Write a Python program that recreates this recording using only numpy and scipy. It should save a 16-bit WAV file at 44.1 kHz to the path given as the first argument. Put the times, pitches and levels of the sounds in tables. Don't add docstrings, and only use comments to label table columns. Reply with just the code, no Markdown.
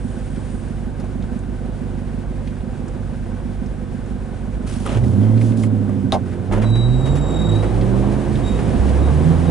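import sys
import numpy as np
from scipy import signal
from scipy.fft import rfft, irfft, next_fast_len
from scipy.io import wavfile
from scipy.ndimage import uniform_filter1d, map_coordinates

SR = 44100
rng = np.random.default_rng(int(sys.argv[2]) if len(sys.argv) > 2 else 0)


def amplitude_ratio(level_db):
    exponent = np.asarray(level_db, float) / 20
    return 10 ** exponent


def wav_record(signal):
    frames = np.transpose(np.atleast_2d(signal))
    bounded = np.clip(frames, -1, 1)
    quanta = np.round(bounded * 32767).astype(np.int16)
    wavfile.write(sys.argv[1], SR, quanta)


N = 418950
t = np.arange(N) / SR
PULLS_AWAY_S, ROLLING_S = 6.63, 8.89

# (time [s], firing rate [Hz])
REVS = [(0, 48.75), (4.8, 48.75), (5.03, 57), (5.09, 88), (5.26, 109), (5.4, 113.5), (5.7, 106.5),
        (6.08, 95.5), (6.35, 87.5), (6.45, 93), (6.62, 107.5), (6.82, 117), (7.04, 133), (7.55, 166),
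        (8.0, 201), (8.3, 214), (8.5, 205), (9.5, 180)]
# (time [s], level [dB])
LOAD = [(0, -1.5), (1.2, 0.5), (4.4, -1), (4.93, 4.5), (5.03, 13), (5.16, 12.5), (5.27, 13.5), (5.7, 9),
        (6.3, 2), (6.45, 3.5), (6.6, 10), (7.05, 16), (7.3, 15), (8.0, 8.5), (8.35, -1.5), (8.5, -0.5),
        (9.5, 0)]
# (frequency [Hz], level [dB])
CABIN_BOOM = [(40, -27.5), (60, -32.5), (85, -32.5), (115, -26), (150, -41), (161, -37.5), (175, -44),
              (187, -33.5), (200, -29), (240, -25), (420, -48)]
# (frequency [Hz], level [dB])
OCTAVE_BOOM = [(90, -33), (130, -35.5), (176, -41), (197, -36.5), (225, -33), (300, -48), (430, -31)]
UNEVEN_MULTIPLES = [4, 5, 7, 9, 11, 13, 15, 17, 21, 24, 29, 32, 37, 40, 44]
UNEVEN_DB = [-18, -8, -13, -16, -17, -4.5, -11, -17, -12, -3, -8, -6, -1, -10, -11]
UNEVEN_IN_GEAR_DB = [4, 6, -4, 3, 17, 0, -2, 8, -5, -5, -5, -7, -13, -9, -8]
# (frequency [Hz], level [dB])
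CAB_PASS = [(20, -8), (30, -10), (70, -9), (120, 11.5), (180, -5.5), (280, -5.5), (345, 2), (450, -11.5),
            (600, -3), (900, -51)]
CLUTCH_BITE_DB = [-6, -0.5, -0.5]
CYLINDER_BLOWS = [1.0, 0.12, 0.9, 0.05, 0.35, 0.08, -0.5, 0.15]
# (frequency [Hz], width [Hz], level [dB])
PANELS = [(155.8, 27.6, -8), (197.6, 16, 1.5), (234.8, 23, 5.5), (258, 26, 2), (369.6, 26, -7.5),
          (544, 35, -16), (620, 30, -18), (758.5, 30, -24)]
# (frequency [Hz], width [Hz], level [dB])
FAN_WHIRR = [(1279, 27, -65), (1500, 176, -56), (1680, 330, -67.5)]
# (frequency [Hz], level [dB])
WAITING_HUMS = [(15, -58), (18.3, -60), (24.4, -46), (39, -41), (58, -40)]
# (time [s], firing rate [Hz], effort [dB], rasp of its octave [dB])
OTHER_ENGINE = [(6.45, 50, -15, -3), (6.75, 48, 2, -23), (6.93, 46.93, 7.5, -19), (7.09, 52.74, 6, -22),
                (7.55, 52.88, 5.5, 5), (7.8, 50.8, 9.5, -8), (8.42, 50.4, 2.5, -6), (8.68, 56.84, 8, -9),
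                (8.86, 65.04, 14.5, -15), (9.06, 71, 17, -10.5), (9.22, 77.7, 14, -3.5),
                (9.31, 82.1, 10, 5.5), (9.4, 83.8, 12.5, -1), (9.5, 84.2, 14.5, -10)]
# (time [s], level [dB])
PAD_PRESSURE = [(6.635, -50), (6.67, -40), (6.69, -43), (6.72, -41), (6.735, -35), (6.865, -36.5),
                (6.88, -46), (6.95, -39.5), (6.97, -47), (7.03, -46), (7.045, -39), (7.11, -41),
                (7.15, -50), (7.3, -43), (7.37, -36), (7.57, -38), (7.59, -45), (7.61, -44), (7.63, -52)]
# (time [s], frequency [Hz])
SQUEAL_PITCH = [(6.63, 3958), (6.66, 3921), (6.77, 3890), (6.89, 3866), (7.07, 3814), (7.38, 3794),
                (7.5, 3812), (7.64, 3865), (8.3, 3785)]
# (time [s], level [dB])
SQUEAL_OCTAVE = [(6.63, -62), (6.75, -57), (6.9, -58), (6.96, -53), (7.08, -55), (7.12, -48.5), (7.5, -50),
                 (7.53, -55), (7.6, -60)]
# (peak time [s], fall [s], level [dB])
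CHIRPS = [
    (7.672, .06, -51),
    (8.47, .11, -39),
    (9.05, .05, -45),
    (9.49, .04, -46),
]
# (start [s], end [s], low [Hz], high [Hz], level [dB])
HOLLOWS = [
    (6.72, 7.62, 3960, 4110, -6),
    (6.9, 7.35, 3940, 4110, -9),
    (7.05, 7.33, 3970, 4100, -30),
    (7.46, 7.53, 3930, 4080, -20),
    (8.44, 8.57, 3960, 4110, -14),
    (6.93, 7.03, 7830, 8150, -12),
    (7.12, 7.52, 8000, 8200, -16),
    (7.2, 7.36, 7780, 8200, -35),
    (7.36, 7.52, 7780, 8100, -12),
    (8.45, 8.54, 7800, 8200, -16),
]
# (time [s], peak [dB], centre [Hz], broadband crack [dB])
TICKS = [(.36, -42, 2600, -24), (0.637, -32, 690, -40), (.999, -32, 5400, 7), (1.041, -25, 643, -30.5),
         (1.224, -40, 3700, -30), (1.239, -32, 744, -40), (1.39, -42, 8000, -20), (2.473, -34, 2700, -31),
         (2.605, -40, 2540, -19), (2.881, -41, 6460, -22), (3.317, -31.5, 740, -40), (3.66, -42, 5150, -27),
         (4.06, -46, 7000, -23), (4.669, -37, 1300, -28), (4.857, -33, 1400, -23),
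         (4.862, -18, 1060, -19.5), (4.895, -15, 330, -39), (4.919, -16, 350, -32), (4.972, -18, 377, -36),
         (5.037, -32.5, 2000, -16), (5.372, -28, 746, -42), (5.377, -35, 2900, -22),
         (5.412, -27, 1990, -17), (5.52, -35.5, 2500, -17), (5.634, -25, 2320, -10), (5.637, -28, 890, -29),
         (5.889, -38, 1700, -16), (5.894, -20, 580, -34), (6.259, -36, 1300, -21), (6.333, -36, 1300, -28),
         (6.513, -18, 770, -41), (6.524, -28, 1500, -23), (6.533, -15, 845, -29), (6.553, -22, 400, -47),
         (6.58, -18, 590, -33), (6.598, -27, 500, -40), (6.628, -27, 1500, -20), (6.633, -27, 1570, -35),
         (6.642, -35, 1560, -30), (6.644, -21, 850, -36), (6.7, -28, 910, -20), (6.884, -30, 894, -32),
         (7.811, -31.5, 3120, -23), (8.354, -31, 3096, -18)]
# (time [s], level [dB])
LATCH = [
    (6.122, -7),
    (6.125, -7),
    (6.131, -1),
    (6.139, -3),
    (6.15, 0.5),
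    (6.162, -5.5),
]
# (frequency [Hz], level [dB], T60 [s])
LEVER_MODES = [(382, -8, 0.029), (472, -8, 0.04), (527, -6, 0.15), (600, -7, 0.05), (715, 1, 0.05),
               (803, -3, 0.04), (885, -5, 0.05), (1037, -13, 0.06), (1100, -17, 0.029), (1510, -25, 0.028)]
# (time [s], level [dB], frequency [Hz], T60 [s])
FLOOR_THUMPS = [
    (4.867, -26, 296, 0.3),
    (4.916, -21, 140.3, 0.4),
    (4.95, -13, 114.1, 0.74),
    (5.009, -5, 118.6, 0.44),
    (6.5, -19.5, 37.7, 0.82),
    (6.519, -26, 262, .1),
    (7.377, -19.5, 204.6, 1),
]
# (time [s], length [s], level [dB], tilt [dB per octave])
SCUFFS = [(0, 1, -53.5, -2), (4.66, 0.15, -40, -1.5), (4.793, 0.095, -44.5, -1.5),
          (4.849, 0.061, -32.5, -5), (4.875, 0.13, -31.5, -4.5), (5.03, 0.12, -52, 1),
          (5.207, 0.11, -38, -5), (5.4, 0.15, -44.5, -1), (5.564, 0.12, -44.5, 0.5),
          (6.261, 0.11, -43.5, -4.5), (6.517, 0.063, -24, -5.5), (6.565, 0.059, -25, -6.5),
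          (6.613, 0.053, -25, -5.5), (6.66, 0.057, -36, -5), (6.753, 0.034, -32.5, -4),
          (7.054, 0.047, -31, -4), (7.151, 0.048, -33, -3.5), (4.701, 0.98, -50, -1.5),
          (7.55, 0.042, -40, -3), (7.622, 0.054, -27, -5.5), (8.588, 0.028, -24.5, -6),
          (8.888, 0.033, -33.5, -3.5)]
# (frequency [Hz], density [dB per Hz])
SCRAPE_COLOUR = [(500, 8), (1000, -1), (3300, -7.5), (4600, -21), (9000, -20)]
# (frequency [Hz], density [dB per Hz])
RUMBLE_COLOUR = [(10, -24), (18, -5), (30, -13), (45, 7.5), (70, -2), (110, 3), (150, 1), (230, -1),
                 (270, -8), (320, -13), (420, -40)]
# (frequency [Hz], density [dB per Hz])
ROAR_COLOUR = [(160, -20), (270, -1.5), (309, -10.5), (354, -2.5), (410, -12), (508, -6.5), (581, -14),
               (762, -13.5), (844, -17.5), (1180, -22.5), (1480, -29), (2200, -41.5), (4000, -41),
               (5200, -100), (8800, -120)]
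# (frequency [Hz], density [dB per Hz])
HISS_COLOUR = [(1500, 12), (2500, 6), (4000, -1), (6000, -3.5), (7500, -3.5), (9000, -2), (10500, -6.5),
               (11400, -19)]
# (frequency [Hz], density [dB per Hz])
GROUND_COLOUR = [(8, -30), (15, -24), (28, -24), (42, -19), (65, -17.5), (90, -24)]
# (time [s], half length [s], level [dB])
BUMPS = [
    (6.702, 0.27, -46),
    (7.123, 0.23, -28.5),
    (8.755, 0.5, -24),
    (9.276, 0.3, -34),
]
# (frequency [Hz], width [Hz], level [dB])
FAR_BRAKES = [(8000, 300, -63.5), (8770, 500, -62), (9460, 300, -63.5), (7000, 250, -71)]
# (frequency [Hz], left over right [dB], left leads [rad], likeness [0-1])
PORTS = [(30, 0.5, -0.33, 0.8), (60, -5, -1, 1), (111, -6.5, -0.74, 1), (197, -9, -0.88, 0.82),
         (330, -6.5, -0.65, 0.8), (606, -2, 0.41, 0.57), (1080, 0, -0.5, 0.6), (2000, 0, -0.4, 0.65),
         (4000, 0.5, -0.5, 0.6), (10000, 0, -0.4, 0.75)]


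def evened(x):
    return x / np.sqrt(np.mean(x ** 2) + 1e-20)


def columns(rows, at):
    s, *values = np.transpose(rows)
    return [np.interp(at, s, v) for v in values]


def ramp(start_s, length_s):
    return np.clip((t - start_s) / length_s, 0, 1)


def soft_start(length, rise_s):
    return np.minimum(np.arange(length) / SR / rise_s, 1)


def add(mix, s, sound):
    part = mix[..., round(s * SR):][..., :sound.shape[-1]]
    part += sound[..., :part.shape[-1]]


def drift(per_s):
    knots = rng.standard_normal(400)
    return map_coordinates(knots, [t[::64] * per_s], order=3).repeat(64)[:N]


def coloured(x, points):
    hz = np.fft.rfftfreq(x.shape[-1], 1 / SR)
    f, db = np.transpose(points)
    gain = amplitude_ratio(np.interp(np.log(hz + 1), np.log(f), db, left=-90, right=-90))
    return evened(irfft(rfft(x) * gain, x.shape[-1]))


def band(x, hz, width):
    return signal.lfilter(*signal.iirpeak(hz, hz / width, SR), x)


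def breath(hz, width):
    return evened(band(band(rng.standard_normal(N), hz, width), hz, width))


def tone(turns, db, waver_db=1., slip=.2):
    level = np.sqrt(2) * amplitude_ratio(db + waver_db * drift(14))
    return level * np.sin(2 * np.pi * (turns + rng.random()) + slip * drift(11))


def ring(hz, db, t60):
    u = np.arange(int(SR * .6)) / SR
    return amplitude_ratio(db - 60 * u / t60) * np.sin(2 * np.pi * hz * u)


def boom(hz, points=CABIN_BOOM):
    return columns([(np.log(f), db) for f, db in points], np.log(hz))[0]


def engine_levels(hz, load_db):
    declutch_s = 8.4
    firing_db = load_db + boom(hz) - 5 * ramp(declutch_s, .16)
    octave_db = .9 * load_db + boom(2 * hz, OCTAVE_BOOM)
    uneven_db = -39 + .24 * load_db + 4.5 * np.log2(hz / hz[0])
    uneven_db = uneven_db - 19 * ramp(declutch_s, .2)
    knock_db = -32 + .68 * load_db - .3816 * np.maximum(hz - 110, 0)
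    bite = ramp(PULLS_AWAY_S, .062)
    in_gear = [db + change * bite for db, change in zip([octave_db, uneven_db, knock_db], CLUTCH_BITE_DB)]
    return firing_db, *in_gear


def engine():
    hz, = columns(REVS, t)
    firing_db, octave_db, uneven_db, knock_db = engine_levels(hz, *columns(LOAD, t))
    firings = np.cumsum(hz) / SR + 8. + .05 * drift(5)
    limp = 1 - .35 * np.cos(np.pi * (firings + .3) / 4)
    out = tone(firings, firing_db) + tone(2 * firings, octave_db) * limp
    for k, db, gear_db in zip(UNEVEN_MULTIPLES, UNEVEN_DB, UNEVEN_IN_GEAR_DB):
        cab_db = boom(hz * k / 8, CAB_PASS) + gear_db * ramp(PULLS_AWAY_S, .1)
        slip = .03 * k * (hz[0] / hz) ** 1.5
        out += tone(firings * k / 8, uneven_db + db + cab_db, waver_db=2., slip=slip)
    return out + amplitude_ratio(knock_db) * evened(knock(hz, firings)) + fan(), firings


def knock(hz, firings):
    at = np.flatnonzero(np.diff(np.floor(firings)))
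    chance = rng.standard_normal((len(at), 2))
    cylinder = np.floor(firings[at + 1]).astype(int) % 8
    vary = amplitude_ratio(1.5 * chance[:, 0])
    blows, sump = np.zeros(N), np.zeros(N)
    blows[at] = np.take(CYLINDER_BLOWS, cylinder) * vary + .12 * chance[:, 1]
    sump[at] = (cylinder == 7) * vary
    panels = sum((-1) ** k * ring(f, db, 2.2 / width) for k, (f, width, db) in enumerate(PANELS))
    panels *= soft_start(len(panels), .0043)
    out = signal.oaconvolve(blows / np.sqrt(hz / 49), panels)[:N]
    return out + signal.oaconvolve(sump * (t < PULLS_AWAY_S), ring(152, -4, .06))[:N]


def fan():
    whirr = sum(amplitude_ratio(db) * breath(f, width) for f, width, db in FAN_WHIRR)
    return whirr * (1 + .55 * evened(band(rng.standard_normal(N), 22, 6)))


def drone(firings):
    hz, = columns(REVS, t)
    revving = np.clip((hz - 83.8) / 15, 0, 1)
    door = revving * np.interp(t, [PULLS_AWAY_S - .5, PULLS_AWAY_S], [1, 0])
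    popping = np.interp(t, [5.74, 5.94, 6.45, 6.5], [0, 1, 1, 0])
    blows = np.diff(np.floor((firings + 2) / 8), prepend=1) * amplitude_ratio(2 * rng.standard_normal(N))
    out = np.zeros(N)
    for gain, f, db, t60 in [(door, 263, -10, .093), (popping, 118, -12.5, .11)]:
        mode = ring(f, db, t60)
        out += signal.oaconvolve(blows * gain, soft_start(len(mode), .012) * mode)[:N]
    return out


def neighbour():
    waiting = np.interp(t, [4.7, 5.05], [1, 0]) * sum(tone(hz * t, db) for hz, db in WAITING_HUMS)
    hz, effort_db, rasp_db = columns(OTHER_ENGINE, t)
    firing_db = effort_db + boom(hz)
    octave_db = firing_db + rasp_db
    turns = np.cumsum(hz) / SR
    stack = tone(turns, firing_db) + tone(2 * turns, octave_db, waver_db=3.)
    stack += tone(turns / 2, firing_db - 39, waver_db=9.)
    stack += tone(1.5 * turns, firing_db - 16, waver_db=3.)
    stack += tone(3 * turns, octave_db - 9, waver_db=3.)
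    stack += ramp(9.08, .1) * tone(1.72 * turns, -24)
    return waiting + np.interp(t, [6.45, 6.55], [0, 1]) * stack


def brake():
    rise_s, ends_db = .04, -14
    chirps = [[(s - rise_s, db + ends_db), (s, db), (s + fall, db + ends_db)] for s, fall, db in CHIRPS]
    pads = [PAD_PRESSURE] + chirps
    touching = sum(1. * (t > rows[0][0]) * (t < rows[-1][0]) for rows in pads)
    touching = uniform_filter1d(touching, 600)
    (hz,), (db,) = columns(SQUEAL_PITCH, t), columns(sum(pads, []), t)
    octave_db = db - 11.5 - .0864 * (hz - 3800) - 14 * (t > 8.8)
    octave_db = np.where(t < PAD_PRESSURE[-1][0], *columns(SQUEAL_OCTAVE, t), octave_db)
    stutter = np.where(t < 7.15, .1, .3)
    octave_stutter = 1.7 * stutter
    slips = breath(27, 40)
    turns = np.cumsum(hz) / SR
    octave = tone(2 * turns, octave_db, waver_db=2., slip=.5)
    main = tone(turns + .22 * stutter * breath(25, 40), db)
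    main *= np.sqrt(1 - stutter ** 2) + stutter * slips
    octave *= np.sqrt(1 - octave_stutter ** 2) + octave_stutter * slips
    return touching * (main + octave)


def gear_lever():
    out = np.zeros(N)
    lever = sum(ring(*mode) * rng.choice([-1, 1]) for mode in LEVER_MODES)
    for s, db in LATCH:
        add(out, s, amplitude_ratio(db - 14) * lever * rng.choice([-1, 1]))
    snap = ring(3830, -9, .0066) + ring(5800, -22, .0048) + ring(9500, -24, .005) + ring(3750, -32, .037)
    add(out, LATCH[0][0], snap)
    colour = [(400, -21), (700, 13), (1100, 4), (1800, -11), (3600, -13.5), (5000, -15), (11000, -25.5)]
    rattle = coloured(rng.standard_normal(4000), colour)
    fade_db = -60 * np.maximum(np.arange(4000) / SR - .022, 0) / .08
    add(out, LATCH[0][0], rattle * amplitude_ratio(-23 + fade_db) * soft_start(4000, .003))
    return out


def ratchet():
    out, tooth_hz, tooth_db = np.zeros(N), 3150, -43
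    for k in range(8):
        tooth = ring(tooth_hz, tooth_db - k, .016) + ring(.64 * tooth_hz, tooth_db, .02)
        add(out, 5.212 + (k + .3 * rng.random()) * .018, tooth)
    return out


def trim_ticks():
    out, u = np.zeros(N), np.arange(1500) / SR
    for s, db, hz, crack_db in TICKS:
        puff = rng.standard_normal(len(u)) * amplitude_ratio(-60 * u / .03) * soft_start(len(u), .001)
        tick = band(band(puff, hz, .6 * hz), hz, hz) + amplitude_ratio(crack_db) * puff
        tick += np.sqrt(60 / hz) * ring(hz, 0, .015)[:len(u)]
        add(out, s, amplitude_ratio(db) * tick / abs(tick).max())
    return out


def floor_thumps():
    out = np.zeros(N)
    for s, db, hz, t60 in FLOOR_THUMPS:
        mode = ring(hz, db, t60)
        add(out, s, mode * soft_start(len(mode), .02))
    return out


def scuffs():
    out = np.zeros((2, N))
    for s, length, db, tilt in SCUFFS:
        noise = rng.standard_normal((3, int(length * SR)))
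        grain = amplitude_ratio(1.5 * evened(uniform_filter1d(noise[2], 150)))
        colour = [(250, -1), (400, -.8 * tilt), (3200, 3.7 * tilt), (4200, 5.1 * tilt), (11300, 6 * tilt)]
        u = np.linspace(0, 1, len(grain))
        swell = np.minimum(u / .08, 1) * (1 - u ** min(40 * length, 5))
        add(out, s, amplitude_ratio(db) * coloured(noise[:2] * grain, colour) * swell)
    return out


def scrape():
    out, u = np.zeros((2, N)), np.linspace(0, 1, int(.136 * SR))
    grain = amplitude_ratio(3.4 * evened(uniform_filter1d(rng.standard_normal(len(u)), 120)))
    rasp = coloured(rng.standard_normal((2, len(u))) * grain, SCRAPE_COLOUR)
    add(out, 4.856, amplitude_ratio(-34) * rasp * np.minimum(u / .03, 1) * (1 - u ** 12))
    return out


def cab(x):
    u = np.arange(3000) / SR
    tails = rng.standard_normal((2, len(u))) * amplitude_ratio(-60 * u / .065)
    return signal.oaconvolve(x[None], tails / np.linalg.norm(tails[0]), axes=1)[:, :N]


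def wash_levels():
    (hz,), (load_db,) = columns(REVS, t), columns(LOAD, t)
    road = np.interp(t, [PULLS_AWAY_S, ROLLING_S], [0, 1])
    lurch = sum(amplitude_ratio(db) * np.maximum(1 - abs(t - s) / half, 0) for s, half, db in BUMPS)
    overrun = uniform_filter1d(1. * (np.gradient(hz) < 0) * (road == 0), size=8000)
    rumble = amplitude_ratio(-37 - .2451 * (hz - hz[0])) + amplitude_ratio(-25) * np.sqrt(road) + lurch
    roar = amplitude_ratio(-36.5 + .45 * load_db - 1.5 * overrun + 13 * road)
    hiss = amplitude_ratio(-60 + .016 * load_db + 10.5 * np.sqrt(road))
    return rumble, roar, hiss


def wash(firings):
    shake, bay, air = wash_levels()
    noise = rng.standard_normal((4, 2, N))
    puffs = 1 + .2 * np.exp(-(firings % 1) / .3) + .3 * np.exp(-((firings + 1) % 2) / .5)
    rumble = shake * amplitude_ratio(1.1 * drift(4.9)) * coloured(noise[0], RUMBLE_COLOUR)
    roar = bay * amplitude_ratio(1.02 * drift(25)) * coloured(noise[1] * puffs, ROAR_COLOUR)
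    hiss = air * amplitude_ratio(8.5 + .92 * drift(30)) * coloured(noise[2], HISS_COLOUR)
    ground = amplitude_ratio(-36.5) * coloured(noise[3], GROUND_COLOUR)
    return ground + rumble + roar + hiss


def far_brakes():
    whistles = sum(amplitude_ratio(db + 2 * drift(9.5)) * breath(f, width) for f, width, db in FAR_BRAKES)
    return whistles * np.interp(t, [0, .55, .9], [.8, 1, 0])


def scene():
    own, firings = engine()
    squeal = brake()
    sharp = ratchet() + trim_ticks() + gear_lever() + floor_thumps()
    reflections = cab(amplitude_ratio(-3) * sharp + amplitude_ratio(-18) * squeal)
    size = next_fast_len(N + SR)
    shared, apart = rfft(wash(firings) + scuffs() + reflections + scrape(), size)
    close = rfft(own + neighbour() + far_brakes() + drone(firings) + sharp + squeal, size)
    hz = np.fft.rfftfreq(size, 1 / SR)
    lean_db, lead, same = columns([(np.log(p[0]), *p[1:]) for p in PORTS], np.log(hz + 1))
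    same, port = np.clip(same, 0, 1), amplitude_ratio(lean_db) * np.exp(1j * lead)
    left = (close + same * shared + np.sqrt(1 - same ** 2) * apart) * port
    passed = (hz > 8) * (hz < 11050) / (abs(1 + port) / 2)
    return irfft(np.array([left, close + shared]) * passed, size)[:, :N]


def hollowed(x):
    hz, s, z = signal.stft(x, SR, nperseg=1024)
    hollow_db = sum(db * np.outer((hz > low) & (hz < high), (s > start) & (s < end))
                    for start, end, low, high, db in HOLLOWS)
    return signal.istft(z * amplitude_ratio(hollow_db), SR, nperseg=1024)[1][:, :N]


def low_pass(x):
    return signal.sosfilt(signal.butter(12, 11150, fs=SR, output="sos"), x)


def record(dry):
    ceiling = .95
    mix = hollowed(ceiling * np.tanh(dry / ceiling))
    return low_pass(mix)


dry = scene()
out = record(dry)
wav_record(out)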